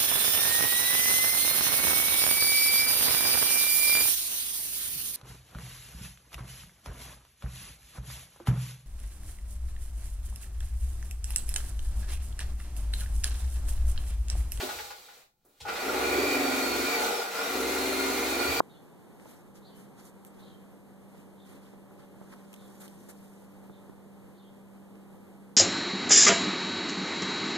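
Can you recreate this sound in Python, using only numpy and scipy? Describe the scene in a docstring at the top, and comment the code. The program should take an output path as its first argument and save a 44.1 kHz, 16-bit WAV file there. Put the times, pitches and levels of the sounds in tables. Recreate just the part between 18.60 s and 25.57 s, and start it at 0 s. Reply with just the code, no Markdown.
"""A cornered mouse in a garage

A mouse squeaks faintly seven times, half rasp and half whistle, and bare garage walls ring on.
Behind it a machine hums, the room's air rumbles and two microphones hiss. The hand holding the
camera taps its case, a sleeve brushes and ticks, and a small metal piece clinks once.
The camera widens the stereo sound."""
import sys
import numpy as np
from scipy import signal
from scipy.fft import rfft, irfft
from scipy.io import wavfile
from scipy.ndimage import uniform_filter1d

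SR = 44100
rng = np.random.default_rng(int(sys.argv[2]) if len(sys.argv) > 2 else 0)


def digitize_waveform(pressure):
    """Quantize a signal to 16-bit integers and store it at the path in sys.argv[1].

    Rows of a 2-D input are taken as channels; values are limited to [-1, 1].
    """
    field = np.atleast_2d(pressure).T
    bounded = np.clip(field, -1, 1)
    quanta = np.round(bounded * 32767).astype(np.int16)
    wavfile.write(sys.argv[1], SR, quanta)


N = 307244
TIME = np.arange(N) / SR

# Room air and microphone hiss. Each row: frequency in Hz, level in dB of the part that is alike in
# both microphones, level in dB of the part that is opposite in them.
AIR_SPECTRUM = [(31.6, -60, -42.5), (64, -43, -52), (99, -36.5, -40.5), (180, -31, -44.5),
                (249, -33.5, -44.5), (494, -41.5, -49), (606, -49, -52.5), (798, -48.5, -55),
                (1550, -61, -57), (2260, -66, -64.5), (3300, -68.5, -69), (5750, -72, -73),
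                (7900, -67.5, -70), (13500, -68, -70.5)]
# The machine's hum, louder as the camera nears the corner. Each row: time in seconds, level in dB.
HUM_LEVELS = [(0, -70), (.85, -56), (1.08, -51.5), (3.5, -50), (4.25, -47), (5.6, -48.5), (6.97, -48.5)]
# Its weaker, higher whine. Each row: time in seconds, level in dB.
WHINE_LEVELS = [(0, -85.5), (3, -69), (4, -68), (4.6, -73), (6.97, -75)]
# Sleeve strokes. Each row: start in seconds, length in seconds, hiss level in dB, scrape level in dB,
# swell (small is abrupt, large is gradual), hiss brightness in dB per octave, scrape pitch factor.
SLEEVE_STROKES = [(0.584, 0.24, -62.5, -62, 0.35, -1.5, 1.2), (.68, 0.076, -56.5, -65, .7, 7, 3.1),
                  (0.94, 0.062, -59, -61.5, 0.78, -5, 1.3), (1.14, 0.13, -59.5, -63, 0.64, 0, 1.3),
                  (1.36, 0.1, -59.5, -59.5, 0.88, -3, 0.93), (1.42, .1, -56, -64, 0.94, -.5, 1.1),
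                  (1.651, 0.038, -57, -65, .5, 4, 1.1), (1.659, 0.36, -69, -61.5, 0.81, 0, 0.82),
                  (2.48, 0.24, -68.5, -61.5, 0.84, -3, 0.54), (2.84, 0.17, -61, -60.5, 0.66, -3, 1.6),
                  (2.989, 0.17, -67.5, -64.5, 0.51, -6, 1.4), (3.355, 0.14, -69, -58.5, 1.1, -7, 0.72),
                  (3.52, 0.5, -67, -61.5, 0.68, -2.5, .9), (3.718, 0.032, -63, -55, 0.32, -2, 1.3),
                  (3.87, 0.99, -62, -68, 0.37, -2, 1.5), (4.198, 0.072, -51.5, -56, 0.32, 1, 1.2),
                  (4.485, 0.035, -46, -56, 0.59, 2.5, 1.56), (4.381, 0.99, -70, -68, 1.1, 1, .8)]
# The hiss of the cloth fibres. Each row: frequency in Hz, level in dB.
FIBRE_SPECTRUM = [(1000, -35), (2400, -22), (3500, -5), (4800, -4), (7000, 1), (9000, 2), (11500, 2.5),
                  (14000, -1)]
# Cloth scraping on the case. Each row: frequency in Hz, level in dB.
SCRAPE_SPECTRUM = [(300, 6.5), (850, 3), (1200, 3.5), (1700, -0.5), (2300, -4.5), (3400, -8), (5000, -10.5),
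                   (10000, -20)]
# Finger taps beside the right microphone. Each row: start in seconds, peak level in dB,
# pitch factor of the spot that is hit, ring time factor.
FINGER_TAPS = [(.004, -4.5, 1.043, 1.56), (0.657, -40, 0.9, 5.5), (3.136, -38.5, 0.92, 0.84),
               (3.31, -44, 1.3, 1), (3.614, -33.5, 0.72, 0.7), (3.728, -44, 1.4, 2),
               (3.738, -38.5, 1.55, 1.6), (4.276, -41, 0.29, 2.2), (4.4888, -37, 0.49, 2.34),
               (5.097, -40.5, 1.15, 1.2), (5.0989, -36.5, 0.53, 0.98), (5.2954, -45, 1.2, 0.88),
               (5.2965, -35.5, 0.34, 2.5)]
# The case's own tones, before each tap scales them. Each row: frequency in Hz, level in dB,
# ring time in seconds. A ring time is how long a sound takes to fade by 60 dB.
CASE_TONES = [(953, -0.5, 0.0052), (630, 3.5, 0.003), (307, -7.5, 0.0071)]
# Dry ticks. Each row: start in seconds, peak level in dB, brightness in dB per octave,
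# ring time in seconds, pitch factor.
DRY_TICKS = [(.598, -45.5, -15, 0.0085, 0.85), (1.649, -33.5, -1.5, 0.0097, 1.2), (3.93, -37, -6, .014, 1),
             (3.9395, -38.5, -5, 0.03, 1.1), (3.962, -44, -5, 0.017, 1.04), (4.279, -42, -6.5, 0.023, 1.4),
             (6.355, -52, -13, .015, 0.89)]
# The tone colour that the ticks share. Each row: frequency in Hz, level in dB.
TICK_SPECTRUM = [(500, -30), (1500, -20), (2300, 3.5), (3000, 3), (4200, -6), (7000, 8), (10000, 8.5),
                 (14000, 10)]
# The metal piece's tones. Each row: frequency in Hz, level in dB, ring time in seconds.
METAL_TONES = [(7600, -54, 0.15), (12920, -55, .09)]
# The garage's echo. Each row: frequency in Hz, ring time in seconds.
GARAGE_RING_TIMES = [(2500, 0.75), (5000, 0.56)]
# Clear notes within the squeaks, at times two at once. Each row: start in seconds, length in seconds,
# level in dB, middle pitch in Hz, pitch glide in Hz.
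WHISTLE_NOTES = [(.09, .055, -65, 3770, 120), (.095, 0.099, -68, 4230, 0), (.133, .04, -68, 2960, 0),
                 (.138, .032, -63, 3430, 78), (1.042, .038, -59.5, 4110, 140), (1.059, .036, -56, 4490, 0),
                 (1.092, 0.1, -67, 3040, 0), (1.803, 0.058, -63.5, 3920, -120),
                 (1.853, .047, -64, 3240, 30), (1.908, .05, -65, 3190, -30), (2.807, 0.042, -68, 3530, 130),
                 (3.985, .023, -69, 4060, 50), (4.017, 0.036, -66, 3570, 2),
                 (5.113, .074, -73.5, 3600, -58), (5.79, .025, -65, 3590, 100),
                 (5.846, .048, -67.5, 3290, 80)]
# Breath shaped by the mouse's mouth. Each row: frequency in Hz, level in dB.
BREATH_SPECTRUM = [(1500, -40), (2600, -25), (3100, -1), (3700, 2), (4500, 1), (5000, -8), (8000, -36)]
# The hoarse squeaks. Each row: start in seconds, length in seconds, level in dB, top pitch in Hz,
# final pitch in Hz, rasp as a share of the pitch, share of the length at which the voice breaks
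# downward, level of the final note in dB compared with the first.
HOARSE_SQUEAKS = [(0.072, 0.12, -66, 3800, 3490, 0.066, 0.57, -2),
                  (1.015, .15, -60.5, 4166, 3150, 0.075, 0.53, -9),
                  (1.779, 0.18, -60.5, 3990, 3150, 0.095, 0.7, -7),
                  (2.758, 0.11, -66, 3680, 3520, 0.076, 0.86, -3.5),
                  (3.963, 0.1045, -64.5, 3700, 3460, 0.078, 0.545, -3),
                  (5.095, 0.1, -70.5, 3670, 3560, .08, 0.72, 2),
                  (5.735, .175, -66.5, 3960, 3235, .135, 0.47, -3)]
# Stereo widening. Each row: frequency in Hz, share of the other channel that is subtracted.
WIDENING_SHARES = [(100, 0.77), (2400, 1), (2850, 1), (3900, 0.63), (5200, 0.35), (8000, 0.25),
                   (13000, 0.35)]


def amp(db):
    """Turns decibels into a factor to multiply by."""
    return 10 ** (np.asarray(db) / 20)


def unit(x):
    """Scales a signal to an average size (rms) of one."""
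    return x / np.sqrt(np.mean(x ** 2) + 1e-20)


def read(points, hz, column=1):
    """Looks up frequencies in a table, blending between rows on a logarithmic frequency scale."""
    table = np.transpose(points)
    return np.interp(np.log(hz + 1), np.log(table[0] + 1), table[column])


def add(mix, start_s, sound):
    """Adds a sound to the mix at the given time."""
    part = mix[..., max(round(start_s * SR), 0):][..., :sound.shape[-1]]
    part += sound[..., :part.shape[-1]]


def noise(points, column=1, size=N, pitch=1):
    """Noise coloured by a spectrum table, which the pitch factor shifts up or down."""
    gain = amp(read(points, np.fft.rfftfreq(size, 1 / SR) / pitch, column))
    return irfft(rfft(rng.standard_normal(size)) * gain, size)


def wander(hz):
    """A random drift of average size one, mostly slower than the given rate."""
    keep_slow = 1 / (1 + (np.fft.rfftfreq(N, 1 / SR) / hz) ** 4)
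    return unit(irfft(rfft(rng.standard_normal(N)) * keep_slow, N))


def tilted(points, db_per_octave):
    """Makes a spectrum table brighter or duller."""
    return [(hz, level + db_per_octave * np.log2(hz)) for hz, level in points]


def mottled(x, patch_db):
    """Keeps shifting a sound's colour with random patches about 1 kHz wide and 25 ms long."""
    spectra = signal.stft(x, nperseg=256)[2]
    specks = rng.standard_normal(spectra.shape[-2:])
    patches = uniform_filter1d(uniform_filter1d(specks, size=6, axis=0), size=8, axis=1)
    return signal.istft(spectra * amp(patch_db * unit(patches)), nperseg=256)[1][..., :N]


def air(swell_db=0.65, bass_hz=130, bass_db_per_hum_db=0.2):
    """The room rumbles and the microphones hiss; the bass builds with the hum toward the corner."""
    alike, opposite = noise(AIR_SPECTRUM, column=1), noise(AIR_SPECTRUM, column=2)
    pair = np.array([alike + opposite, alike - opposite]) * amp(swell_db * wander(hz=9.8))
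    bass = signal.sosfiltfilt(signal.butter(3, bass_hz, fs=SR, output="sos"), pair)
    hum_db = np.interp(TIME, *np.transpose(HUM_LEVELS))
    bass_gain = amp(bass_db_per_hum_db * (hum_db - hum_db.mean()))
    return pair + bass * (bass_gain - 1)


def machine(hum_hz=197.2, whine_hz=582, waver_db=1.0, drift=0.0026, lag_radians=0.022):
    """A machine gives off two wavering tones that reach the microphones slightly out of step."""
    out = np.zeros((2, N))
    for hz, levels in ((hum_hz, HUM_LEVELS), (whine_hz, WHINE_LEVELS)):
        phase = 2 * np.pi * np.cumsum(hz * (1 + drift * wander(hz=3.6))) / SR
        loudness = amp(np.interp(TIME, *np.transpose(levels)) + waver_db * wander(hz=4.4))
        out += loudness * np.sqrt(2) * np.sin([phase, phase - lag_radians])
    return out


def sleeve(hardest_at=0.41, grain_db=0.6, grain_hz=400, drag_db=1.14, drag_hz=45):
    """Cloth rubs the case: each fold has its own colour, and catching fibres make it grainy."""
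    out, t = np.zeros((2, N)), np.arange(SR) / SR
    for start, length, hiss_db, scrape_db, swell, brightness, pitch in SLEEVE_STROKES:
        pressure = np.interp(t / length, [0, hardest_at, 1], [0, 1, 0]) ** swell
        for channel in out:
            hiss = unit(noise(tilted(FIBRE_SPECTRUM, brightness), size=SR))
            scrape = unit(noise(SCRAPE_SPECTRUM, size=SR, pitch=pitch))
            add(channel, start, pressure * (amp(hiss_db) * hiss + amp(scrape_db) * scrape))
    rubbing = mottled(out, patch_db=1.5)
    catching_db = grain_db * wander(grain_hz) + drag_db * wander(drag_hz)
    return rubbing * unit(amp(catching_db))


def taps(contact_s=0.00093, left_db=-22, low_cut_hz=110):
    """A soft fingertip makes the case ring: higher on a stiff spot, longer where the hand damps less."""
    t, out = np.arange(SR // 20) / SR, np.zeros(N)
    low_cut = signal.butter(1, low_cut_hz, "high", fs=SR)  # the microphone's opening leaks slow pressure
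    for start, peak_db, pitch, ring_factor in FINGER_TAPS:
        ring = sum(amp(db - 60 * t / (ring_s * ring_factor)) * np.cos(2 * np.pi * hz * pitch * t)
                   for hz, db, ring_s in CASE_TONES)
        push = np.sin(np.pi * np.minimum(t * pitch / contact_s, 1)) ** 2  # shorter on a stiff spot
        knock = signal.lfilter(*low_cut, signal.fftconvolve(ring, push)[:len(t)])
        add(out, start, amp(peak_db) * knock / abs(knock).max())
    return out * amp([[left_db], [0]])


def ticks():
    """Cloth and case give tiny snaps, each a short burst of noise with its own colour."""
    t, out = np.arange(2048) / SR, np.zeros((2, N))
    for start, peak_db, brightness, ring_s, pitch in DRY_TICKS:
        colour = tilted(TICK_SPECTRUM, brightness)
        burst = np.array([noise(colour, size=len(t), pitch=pitch) for channel in out])
        burst *= amp(-60 * t / ring_s)
        add(out, start, amp(peak_db) * burst / abs(burst).max())
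    return out


def clink(start_s=1.667, right_db=-4):
    """A small piece of metal rings briefly with two high tones."""
    t, out = np.arange(SR // 3) / SR, np.zeros((2, N))
    sides = np.array([[1], [-amp(right_db)]])  # the right wave is weaker and upside down
    for hz, db, ring_s in METAL_TONES:
        add(out, start_s, amp(db - 60 * t / ring_s) * np.sin(2 * np.pi * hz * t) * sides)
    return out


def garage(sound, direct_db=-6.5, echo_db=-6, early_db=6, early_s=0.039):
    """The corner throws back a dense bunch of early echoes, then the bare walls ring on."""
    hz, t, spectra = signal.stft(rng.standard_normal((2, SR // 2)), SR, nperseg=256)
    decay = amp(-60 * t / read(GARAGE_RING_TIMES, hz)[:, None] + early_db * np.exp(-t / early_s))
    tail = signal.istft(spectra * decay, SR, nperseg=256)[1]
    echo = signal.fftconvolve(sound[None], tail / np.linalg.norm(tail[0]), axes=1)[:, :N]
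    return amp(direct_db) * sound + amp(echo_db) * echo


def mouse_whistles(waver=0.0092, waver_hz=160, flutter_db=2, flutter_hz=90):
    """The mouse's voice catches on a nearly pure note, holds it for a moment and jumps off again."""
    out = np.zeros(N)
    drift, flutter = 1 + waver * wander(waver_hz), flutter_db * wander(flutter_hz)
    for start, length, level_db, hz, glide_hz in WHISTLE_NOTES:
        span = np.arange(int(start * SR), int((start + length) * SR))
        pitch = (hz + glide_hz * np.linspace(-.5, .5, len(span))) * drift[span]
        loudness = amp(level_db + flutter[span]) * signal.windows.tukey(len(span), .6)
        out[span] += loudness * np.sin(2 * np.pi * np.cumsum(pitch) / SR)
    return out


def mouse_squeaks(breath_db=-9, jitter_limit=1.87, tremble_db=3, hoarse_db=-3, onset_db=-8, fade_db=-1,
                  start_pitch_share=.93, top_at=.64, break_length_s=.03, final_rasp_share=.55):
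    """A hoarse whistle climbs, then breaks down to a lower, clearer note, over a rush of breath."""
    out = np.zeros(N)
    breath = amp(breath_db) * unit(noise(BREATH_SPECTRUM))
    jitter = jitter_limit * np.tanh(wander(hz=420) / jitter_limit)  # fast pitch shakes make the rasp
    tremble = tremble_db * wander(hz=70)
    # Complex noise shakes both the strength and the timing of the wave.
    turbulence = amp(hoarse_db) * (wander(hz=480) + 1j * wander(hz=480)) / np.sqrt(2)
    for start, length, level_db, top_hz, final_hz, rasp, break_at, final_db in HOARSE_SQUEAKS:
        span = np.arange(int(start * SR), int((start + length) * SR))
        t, break_s = TIME[span] - start, break_at * length
        # Four moments shape a squeak: its start, its top, the landing on the final note, its end.
        moments = np.sort([0, top_at * break_s, break_s + break_length_s / 2, length])
        pitch = np.interp(t, moments, [start_pitch_share * top_hz, top_hz, final_hz, final_hz])
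        effort_db = level_db + np.interp(t, moments, [onset_db, 0, final_db, final_db + fade_db])
        roughness = np.interp(t, [break_s, break_s + break_length_s], [1, final_rasp_share])
        hz = pitch * (1 + rasp * roughness * jitter[span])
        tone = np.exp(2j * np.pi * np.cumsum(hz) / SR)
        voice = ((1 + np.sqrt(roughness) * turbulence[span]) * tone).real
        out[span] += amp(effort_db + tremble[span]) * signal.windows.tukey(len(span), .12) * voice
        out[span] += amp(level_db) * signal.windows.tukey(len(span), .6) * breath[span]
    return out


def scene():
    """Everything as it reaches the two microphones; only the mouse gets the garage's echo."""
    mouse = garage(mouse_squeaks() + mouse_whistles())
    return air() + machine() + sleeve() + taps() + ticks() + clink() + mouse


def record(dry, left_db=-1.22, delay_samples=17, high_cut_hz=14000):
    """The camera widens each side by subtracting a late, dull copy of the other, then cuts the top."""
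    hz = np.fft.rfftfreq(N + SR, 1 / SR)
    spectrum = rfft(dry * amp([[left_db], [0]]), N + SR)
    delay = np.exp(-2j * np.pi * hz * delay_samples / SR)
    other_side = read(WIDENING_SHARES, hz) * delay * spectrum[::-1]
    wide = irfft(spectrum - other_side, N + SR)[:, :N]
    high_cut = signal.firwin(511, high_cut_hz, window=("kaiser", 9), fs=SR)
    return signal.oaconvolve(wide, high_cut[None], "same")


dry = scene()
out = record(dry)
digitize_waveform(out)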